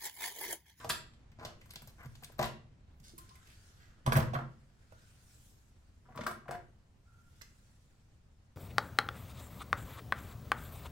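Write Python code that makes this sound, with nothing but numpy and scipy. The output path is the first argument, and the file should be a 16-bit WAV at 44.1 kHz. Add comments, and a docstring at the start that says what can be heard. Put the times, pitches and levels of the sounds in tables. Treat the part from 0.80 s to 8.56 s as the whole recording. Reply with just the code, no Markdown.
"""In a small room, two hands lift long plastic building plates off a studded base on a table and set
one down nearby. Each touch is a burst of small blows that excites the damped modes of plates, bricks,
studs and table; longer bursts that catch quickly and fade slowly make scrapes. Sine tones stand out of
some contacts and give the table boom. A squeak is narrow-band noise; shaped noise gives rustling
sleeves and a low room rumble."""
import sys
import numpy as np
from scipy import signal
from scipy.fft import rfft, irfft
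from scipy.io import wavfile
from scipy.ndimage import uniform_filter1d, map_coordinates

SR = 44100
rng = np.random.default_rng(int(sys.argv[2]) if len(sys.argv) > 2 else 0)


def makeup_ratio(level_db):
    """Linear amplitude ratio for a level in decibels (20 dB per factor of ten)."""
    decades = np.asarray(level_db, float) / 20
    return 10 ** decades


def transcribe(signal):
    """Save signal, clipped to [-1, 1], as a 16-bit WAV file at the path in sys.argv[1]."""
    frames = np.atleast_2d(signal).T
    limited = np.clip(frames, -1, 1)
    pcm = np.round(limited * 32767).astype(np.int16)
    wavfile.write(sys.argv[1], SR, pcm)


N = 342216

# Short contacts: (time [s], plate knock [dB], brick clack over knock [dB], stud tick over knock [dB],
# table thump [dB], pitch favoured by the struck spot [Hz])
CONTACTS = [(0.032, -74, -18.5, -17, -61, 900), (0.043, -41, -4, -25, -47, 664),
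            (0.059, -50.5, -15, -13, -52.5, 800), (0.091, -47, -4, 7, -54, 7500),
            (0.095, -33.5, 1.5, -2.5, -43.5, 1260), (0.101, -36, 0, -0.5, -50.5, 3220),
            (0.334, -61, -8, -19, -55, 3690), (0.515, -68.5, 3.5, -5, -59, 1510),
            (0.586, -52, -11, -39, -51, 585), (0.594, -51, -7, -27, -60, 2000),
            (0.629, -46.5, -10, -22, -54.5, 960), (0.648, -45, 8, 2, -47, 493),
            (0.811, -62, 3.5, -5, -64, 2010), (0.856, -63.5, 0, 0.5, -63, 1400),
            (0.892, -64.5, 1, -10, -75, 1026), (0.905, -58, 4, 5, -76, 4400),
            (0.934, -53.5, -6, 0.5, -60.5, 2500), (0.956, -48.5, -6, 4, -53, 3200),
            (1.018, -56, -1.5, 7, -50, 1400), (1.072, -59, -12, 9, -60.5, 700),
            (1.23, -54.5, -12, -6, -57.5, 1600), (1.246, -57, -5, -5, -49, 1200),
            (1.256, -47.5, -10, -11.5, -51, 130), (1.352, -60, -0.5, 4, -75, 3670),
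            (1.423, -52, -24, -10, -57, 715), (1.433, -59.5, 7.5, 9.5, -72.5, 2760),
            (1.443, -60, 6.5, 14.5, -56, 4150), (1.495, -56, -23, -23.5, -60, 600),
            (1.518, -62.5, -6, 3.5, -59.5, 1820), (1.582, -48, -15.5, -10, -70, 600),
            (1.59, -48.5, 6, -8.5, -63, 3570), (1.591, -26, -38, -18, -31, 860),
            (1.611, -31, -7, -19.5, -47, 740), (1.625, -35, 1, -5.5, -36, 1090),
            (1.653, -36.5, -15.5, -11.5, -43.5, 1150), (2.198, -77.5, 8, 6, -55, 6760),
            (2.378, -63.5, 0, 15, -62, 1960), (2.383, -63.5, -1.5, 14, -73, 4600),
            (2.49, -65.5, 4.5, -3, -72, 4730), (2.553, -63, 0.5, 5.5, -71, 1920),
            (3.262, -31.5, -4, -11.5, -36.5, 1000), (3.274, -30.5, -25.5, -20, -26, 1110),
            (3.29, -38, -15.5, -28, -39.5, 890), (3.32, -23, -11, -20.5, -29, 1300),
            (3.328, -28, -13.5, -15.5, -43, 12800), (3.353, -26.5, -18.5, -21.5, -33, 1900),
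            (3.36, -26.5, -10.5, -16, -29, 1270), (3.365, -37, -5, -3.5, -42, 14000),
            (3.372, -26, -9.5, -22.5, -31, 550), (3.385, -37, -17.5, -25.5, -24.5, 885),
            (3.4, -35.5, -7.5, -18.5, -40, 1220), (3.533, -33.5, -14, -31, -38, 734),
            (3.541, -35, -16, -18, -43, 3440), (3.55, -30.5, -28, -33, -55, 1520),
            (3.557, -36, -33, -32.5, -37, 960), (3.586, -39.5, -19.5, -24.5, -40.5, 970),
            (3.425, -40, -7, -27, -48, 1210), (3.61, -45, -25, -30, -40.5, 800),
            (4.121, -54.5, -11, -14.5, -61, 547), (5.286, -56.5, -34, -24, -50, 720),
            (5.357, -53.5, -23.5, -2, -40.5, 1000), (5.373, -42, -5, -27, -51, 1100),
            (5.388, -38.5, -23, -31, -44, 595), (5.408, -45.5, 0.5, -13, -43, 1500),
            (5.434, -46.5, -2, -11.5, -70.5, 875), (5.464, -32, -5, -5.5, -60, 1240),
            (5.472, -35.5, -22, -12.5, -64, 1220), (5.509, -46.5, -4, -6.5, -48, 970),
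            (5.655, -55.5, -33.5, -40, -59, 1320), (5.68, -42, -18.5, -23, -49, 1820),
            (5.688, -38.5, -24, -27, -47, 513), (5.708, -41, -9.5, -5, -45.5, 1460),
            (5.749, -44, -33, -17, -51, 710), (6.611, -59.5, 3, -2, -70, 2260),
            (6.615, -68, 15, 9, -77, 5400)]
# Plates sliding and creaking against studs: (start [s], length [s], knock [dB], clack over knock [dB],
# tick over knock [dB], favoured pitch [Hz])
SCRAPES = [(0, 0.056, -42.5, -22, -17.5, 1200), (0.597, 0.14, -40.5, -13, -20, 750),
           (1.079, 0.037, -49.5, -14, -9.5, 4540), (1.181, 0.1, -44, -24, -27, 1900),
           (1.633, 0.06, -34, -3, -16, 2800), (2.231, 0.12, -61, 7, 7.5, 5420),
           (2.656, 0.14, -64, 1.5, 5, 2050), (2.982, 0.18, -64, 6.5, -3, 1460),
           (5.249, 0.043, -61.5, -45, -22, 1244), (5.305, 0.043, -54, -16.5, -24, 1150),
           (5.346, 0.16, -42.5, -18, -41, 1200), (5.481, 0.092, -48, -25, -28, 1400),
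           (5.716, 0.055, -39.5, -18.5, -33, 1800)]
# Damped modes of each body: (frequency [Hz], relative level [dB], nominal 60 dB decay time [s])
PLATE_MODES = [(346, 3.5, 0.087), (495, 6.9, 0.035), (575, 4.3, 0.043), (667.6, 4.5, 0.072),
               (755, 1.8, 0.038), (861, 9, 0.012), (998, 8.5, 0.035), (1126, 8, 0.02), (1430, 8.1, 0.016)]
BRICK_MODES = [(1560, 10, 0.022), (1705, 10.5, 0.014), (2113, 12, 0.022), (2420, 2, 0.018),
               (2746, 3, 0.018), (3200, 9, 0.016), (3606, 13, 0.0069), (4370, 3, 0.014), (4810, 0, 0.014)]
STUD_MODES = [(5070, 17, 0.00086), (6020, 1, 0.0017), (7660, 6, 0.005), (9000, 13.7, 0.0018),
              (10200, 14.7, 0.0019), (13130, 11, 0.0079), (14600, 14, 0.0018)]
TABLE_MODES = [(53.3, -21, 0.3), (131.45, 1, 0.22), (227.4, -8, 0.15), (152.7, -2.5, 0.1)]
# Single tones that stand out of a contact, short or long:
# (time [s], frequency [Hz], level before decay [dB], 60 dB decay time [s])
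SINGLE_TONES = [(0.097, 7630, -47, 0.32), (1.593, 545, -22, 0.034), (2.335, 331, -53, 0.15),
                (2.378, 1050, -52.5, 0.18), (2.508, 1047, -58, 0.15), (3.322, 1457, -28, 0.018),
                (4.125, 1430, -66, 0.35), (5.288, 746, -53, 0.19), (5.408, 222.5, -39, 0.14),
                (5.4647, 1210, -31, 0.017), (5.662, 705, -49, 0.1), (5.712, 707, -38, 0.14)]
# A faint wavering squeak: (time [s], centre frequency [Hz], level [dB])
SQUEAK = [(6.25, 1344, -91), (6.28, 1370, -77), (6.42, 1392, -76.5), (6.47, 1395, -80), (6.6, 1390, -90),
          (6.68, 1427, -83), (6.9, 1370, -93)]
# Table top booming while the long plate settles on it: (time [s], frequency [Hz], rms level [dB])
BOOM = [(3.258, 129.7, -46.5), (3.278, 131, -33), (3.344, 130.8, -36), (3.372, 129.5, -19),
        (3.394, 123.4, -52), (3.432, 124, -30.5), (3.448, 120.3, -46), (3.48, 124.6, -33.5),
        (3.514, 125, -38), (3.524, 123.3, -34), (3.55, 129.0, -49), (3.568, 132.1, -33), (3.646, 133, -52),
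        (3.668, 129.9, -43), (3.75, 129, -66), (3.76, 129.9, -59)]
# Stereo position of the hands: (time [s], lag of left behind right [samples], left over right [dB])
HANDS = [(0, 0, 0), (0.6, -7, 1), (1.7, -6.5, 5.5), (2.3, 18.5, -2.5), (4.6, 12, -7.5), (5.3, 2.5, 4),
         (6, 0, 4), (6.6, 9.5, -9.5), (7.7, 10.5, 5)]
# Reverberation: (frequency [Hz], 60 dB decay time [s])
ROOM_DECAY = [(100, 0.61), (260, 0.63), (700, 0.31), (1840, 0.4), (4850, 0.35), (12800, 0.2)]
# Early answer of near surfaces: (frequency [Hz], level over the tail [dB])
EARLY = [(300, -2), (1500, 6.5), (5000, 17), (12000, 3)]
# More room in the sound as the plates are further from the listening point: (time [s], level [dB])
WET = [(0.3, 2), (0.75, -0.5), (0.899, -2), (1.4, -5), (1.58, -0.5), (2.2, -1.5), (2.7, 1), (3.2, 0.5),
       (4.5, -3), (5.2, 0), (6.6, 0)]
# Left-right likeness of diffuse sound: (frequency [Hz], correlation [1])
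LIKENESS = [(60, 0.97), (180, 0.88), (550, 0.37), (1650, 0.0256), (4970, 0.1), (15000, 0.13)]
# Sleeves and skin following the speed of the arms: (time [s], level [dB], tilt [dB per octave])
RUSTLE = [(0.0, -55, -6), (0.12, -65.5, 5), (0.3, -75, -3.5), (0.6, -101, -6), (0.85, -74.5, 5),
          (1.5, -65, -2.5), (1.85, -104, -9.5), (2.2, -95, 17.5), (2.399, -64.5, -2.5), (2.9, -64, -1.5),
          (3.15, -73.5, -5.5), (3.95, -75, -2), (4.25, -64.5, -2), (4.678, -63, 3), (4.95, -75.5, -1),
          (6.1, -81.5, 0), (6.6, -67.5, 0), (6.95, -70.5, -1), (7.4, -78.5, -1.5)]
# Spectrum of the rustle before tilt: (frequency [Hz], relative density [dB per Hz])
RUSTLE_COLOUR = [(240, -66), (400, -7), (474, -38), (626, -37.5), (777, -26), (1420, 4), (2220, -2.5),
                 (7510, 1), (16000, -12.5)]
# Spectrum of the rumble: (frequency [Hz], relative density [dB per Hz])
RUMBLE_COLOUR = [(12, -66), (20, -25), (40, -10), (60, -0.5), (86, -7), (116, -3), (146, -26), (228, -17.5),
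                 (262, -26.5), (527, -31.5), (976, -35), (1610, -38), (2820, -42), (7730, -50.5),
                 (16000, -76)]
# Slow drift of the rumble: (time [s], relative level [dB])
RUMBLE_SWELL = [(0.0, 1), (7.76, -3.5)]


def read(points, hz):
    """Interpolation of a spectrum at hz along a logarithmic frequency axis."""
    f, value = np.transpose(points)
    return np.interp(np.log(hz + 1), np.log(f + 1), value)


def evened(x):
    """Normalization to unit root-mean-square value."""
    return x / np.sqrt(np.mean(x ** 2) + 1e-20)


def ring(modes, starts, shapes, levels_db, spot_hz, soft_ms, spot_db, modes_db, crack_db, detune):
    """Modal excitation: a burst of small blows drives damped modes plus a dry crack across their range."""
    blows_per_s, favour_db, favour_q = 6000, 8, 2
    size = shapes.shape[1]
    hz, db, t60 = np.transpose(modes)
    happens = rng.random(shapes.shape) < blows_per_s / SR
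    blows = shapes * rng.standard_normal(shapes.shape) * happens
    if size < 4096:  # the blows of a short contact together drive all frequencies evenly
        for _ in range(6):
            spectrum = rfft(blows)
            flat = irfft(spectrum / (abs(spectrum) + 1e-9), size)
            blows = flat * (shapes > 0.04 * shapes.max())
    blows /= np.linalg.norm(blows, axis=1, keepdims=True) + 1e-9

    # spot and grip weight and detune the modes afresh at each touch
    weight, shift, sign = rng.standard_normal((len(starts), len(modes), 3)).T
    length = int(t60.max() * SR) + 64
    t = np.arange(length)[:, None] / SR
    band = signal.butter(2, [0.77 * hz[0], 1.5 * hz[-1]], "band", fs=SR, output="sos")
    crack = makeup_ratio(crack_db) * signal.sosfilt(band, signal.unit_impulse(length))
    fade = makeup_ratio(db - 60 * t / t60) / np.sqrt(len(modes))

    out = np.zeros(N + size + length)
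    for i, s in enumerate(starts):
        favoured = signal.lfilter(*signal.iirpeak(spot_hz[i], favour_q, SR), blows[i])
        force = blows[i] + makeup_ratio(favour_db) * favoured
        tones = fade * np.sin(2 * np.pi * hz * (1 + detune * shift[:, i]) * t)
        gains = makeup_ratio(modes_db + spot_db * weight[:, i]) * np.sign(sign[:, i])
        body = crack + tones @ gains
        out[round(s * SR):][:size + length - 1] += makeup_ratio(levels_db[i]) * signal.fftconvolve(force, body)
    push = np.hanning(int(soft_ms * SR / 1000) + 3)  # a soft contact lasts longer
    return signal.oaconvolve(out, push / push.sum())[:N]


def plastic(starts, shapes, knock_db, clack_db, tick_db, spot_hz):
    """Superposition of modes: plate, bricks and studs all ring under each touch."""
    plate = ring(PLATE_MODES, starts, shapes, knock_db, spot_hz, soft_ms=0.27, spot_db=2.16,
                 modes_db=-10.0, crack_db=21.34, detune=0.04)
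    brick = ring(BRICK_MODES, starts, shapes, knock_db + clack_db, spot_hz, soft_ms=0.05, spot_db=4.2,
                 modes_db=-13.5, crack_db=23.4, detune=0.058)
    stud = ring(STUD_MODES, starts, shapes, knock_db + tick_db, spot_hz, soft_ms=0.01, spot_db=4.1,
                modes_db=-0.39, crack_db=13.5, detune=0.04)
    return plate + brick + stud


def contact_shapes(count):
    """Contact envelope: a short burst of small blows with a soft onset and a quick decay."""
    rise_ms, decay_ms = 2.47, 2.99
    ms = np.arange(2048) * 1000 / SR
    return np.exp(-ms / decay_ms) * (1 - np.exp(-ms / rise_ms)) ** 2 * np.ones((count, 1))


def scrapes():
    """Stick-slip friction: each slide catches quickly, slips unevenly and lets go slowly."""
    start, length, *slide = np.transpose(SCRAPES)
    progress = np.minimum(np.arange(8192) / SR / length[:, None], 1)
    arch = np.sin(np.pi * progress ** 0.42)
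    slips_db = 3.9 * evened(uniform_filter1d(rng.standard_normal(arch.shape), size=130))
    return plastic(start, arch * makeup_ratio(slips_db), *slide)


def single_tones():
    """Exponential decay: single tones, short or long, stand out of a contact and waver a little in level."""
    rise_cycles, waver_db = 0.77, 2.5
    t, out = np.arange(SR // 2) / SR, np.zeros(N)
    for s, hz, db, t60 in SINGLE_TONES:
        envelope = makeup_ratio(db - 60 * t / t60) * np.minimum(t * hz / rise_cycles, 1)
        tone = envelope * np.sin(2 * np.pi * (hz * t + rng.random()))
        waver = evened(uniform_filter1d(rng.standard_normal(len(t)), size=300))
        out[round(s * SR):][:len(t)] += tone * makeup_ratio(waver_db * waver)
    return out


def squeak():
    """Narrow-band noise: slow complex noise modulates a carrier of drifting frequency."""
    width_hz = 120
    s, hz, db = np.transpose(SQUEAK)
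    t, r = np.arange(N) / SR, np.exp(-np.pi * width_hz / SR)
    noise = rng.standard_normal(N) + 1j * rng.standard_normal(N)
    slow = signal.lfilter([1], [1, -2 * r, r * r], noise)
    carrier = np.exp(2j * np.pi * np.cumsum(np.interp(t, s, hz)) / SR)
    tone = evened((slow * carrier).real)
    return tone * makeup_ratio(np.interp(t, s, db)) * (t > s[0]) * (t < s[-1])


def table_thump(starts, shapes, thump_db, spot_hz):
    """Structure-borne excitation: each contact also drives the low modes of the table."""
    return ring(TABLE_MODES, starts, shapes, thump_db, spot_hz, soft_ms=0.69, spot_db=0.7,
                modes_db=3.9, crack_db=4.2, detune=0.017)


def boom():
    """Lowest drum mode of the table top: a sine whose pitch and level shift as the plate pushes and damps it."""
    s, hz, db = np.transpose(BOOM)
    t = np.arange(N) / SR
    phase = 2 * np.pi * np.cumsum(np.interp(t, s, hz)) / SR
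    return np.sqrt(2) * makeup_ratio(np.interp(t, s, db, -120, -120)) * np.sin(phase)


def placed(x):
    """Stereo localization: direct sound differs in arrival time and level between the channels."""
    s, lag, pan_db = np.transpose(HANDS)
    n = np.arange(N)
    lag, pan_db = np.interp(n / SR, s, lag), np.interp(n / SR, s, pan_db)
    left = map_coordinates(x, [n - lag / 2]) * makeup_ratio(pan_db / 2)
    right = map_coordinates(x, [n + lag / 2]) / makeup_ratio(pan_db / 2)
    return np.array([left, right])


def room(x):
    """Reverberation: dense echoes of random sign, each frequency band decaying at its own rate."""
    early_s = 0.0023  # time for the early answer to fall to 1/e
    taps = np.zeros((2, SR))
    at = np.arange(160, SR - 20, 20) + rng.integers(0, 20, (2, (SR - 161) // 20))
    np.put_along_axis(taps, at, rng.choice([-1., 1.], at.shape), 1)
    hz, t, z = signal.stft(taps, SR, nperseg=256)
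    same = np.clip(read(LIKENESS, hz), -1, 1)[:, None]  # long waves reach both channels alike
    z[1] = same * z[0] + np.sqrt(1 - same ** 2) * z[1]
    decay = makeup_ratio(-60 * t / read(ROOM_DECAY, hz)[:, None])
    early = 1 + makeup_ratio(read(EARLY, hz))[:, None] * np.exp(-t / early_s)
    tail = signal.istft(z * decay * early, SR, nperseg=256)[1]
    return signal.fftconvolve(x[None], tail / np.linalg.norm(tail[0]), axes=1)[:, :N]


def hiss(field_db, patchy_db, flicker_db):
    """Partly coherent stereo noise: random short-time spectra with patches and broadband flicker."""
    hz, frames = np.fft.rfftfreq(1024, 1 / SR), N // 256 + 5
    a, b, c, d, patches = rng.standard_normal((frames, 513, 5)).T
    patches = uniform_filter1d(uniform_filter1d(patches, size=12, axis=0), size=10, axis=1)
    flicker = evened(uniform_filter1d(rng.standard_normal(frames), size=3))
    same = np.clip(read(LIKENESS, hz), -1, 1)[:, None]
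    left = a + 1j * b
    right = same * left + np.sqrt(1 - same ** 2) * (c + 1j * d)
    level_db = field_db(hz[:, None], np.arange(frames) * 256 / SR)
    level_db = level_db + patchy_db * evened(patches) + flicker_db * flicker
    z = np.array([left, right]) * makeup_ratio(level_db)
    return signal.istft(z, nperseg=1024, noverlap=768)[1][:, :N]


def rustle():
    """Friction noise: cloth and skin rub as the arms move, with changing level and spectral tilt."""
    s, db, tilt = np.transpose(RUSTLE)

    def field_db(hz, t):
        return read(RUSTLE_COLOUR, hz) + np.interp(t, s, tilt) * np.log2((hz + 1) / 5000)

    sound = hiss(field_db, patchy_db=2.5, flicker_db=0.86)
    return evened(sound) * makeup_ratio(np.interp(np.arange(N) / SR, s, db))


def rumble():
    """Stationary background noise: the low hum of the house, drifting slowly in level."""
    def field_db(hz, t):
        return read(RUMBLE_COLOUR, hz) + np.interp(t, *np.transpose(RUMBLE_SWELL))

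    return makeup_ratio(-60.5) * evened(hiss(field_db, patchy_db=0.7, flicker_db=0.91))


def scene():
    """Superposition of direct sound, reverberation and background noise."""
    s, knock_db, clack_db, tick_db, thump_db, spot_hz = np.transpose(CONTACTS)
    shapes = contact_shapes(len(s))
    plates = plastic(s, shapes, knock_db, clack_db, tick_db, spot_hz)
    plates = plates + scrapes() + single_tones() + squeak()
    table = table_thump(s, shapes, thump_db, spot_hz)
    wet = makeup_ratio(np.interp(np.arange(N) / SR, *np.transpose(WET)))
    direct = placed(plates) + table + boom()
    reverberant = makeup_ratio(-2.5) * room(plates * wet) + makeup_ratio(-6.0) * room(table)
    return direct + reverberant + rustle() + rumble()


def band_limit(x):
    """A steep low-pass at the top of the band."""
    return signal.sosfilt(signal.butter(12, 16000, fs=SR, output="sos"), x)


def record(dry):
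    """Linear capture: the sound field is taken at unit gain."""
    return band_limit(dry)


dry = scene()
out = record(dry)
transcribe(out)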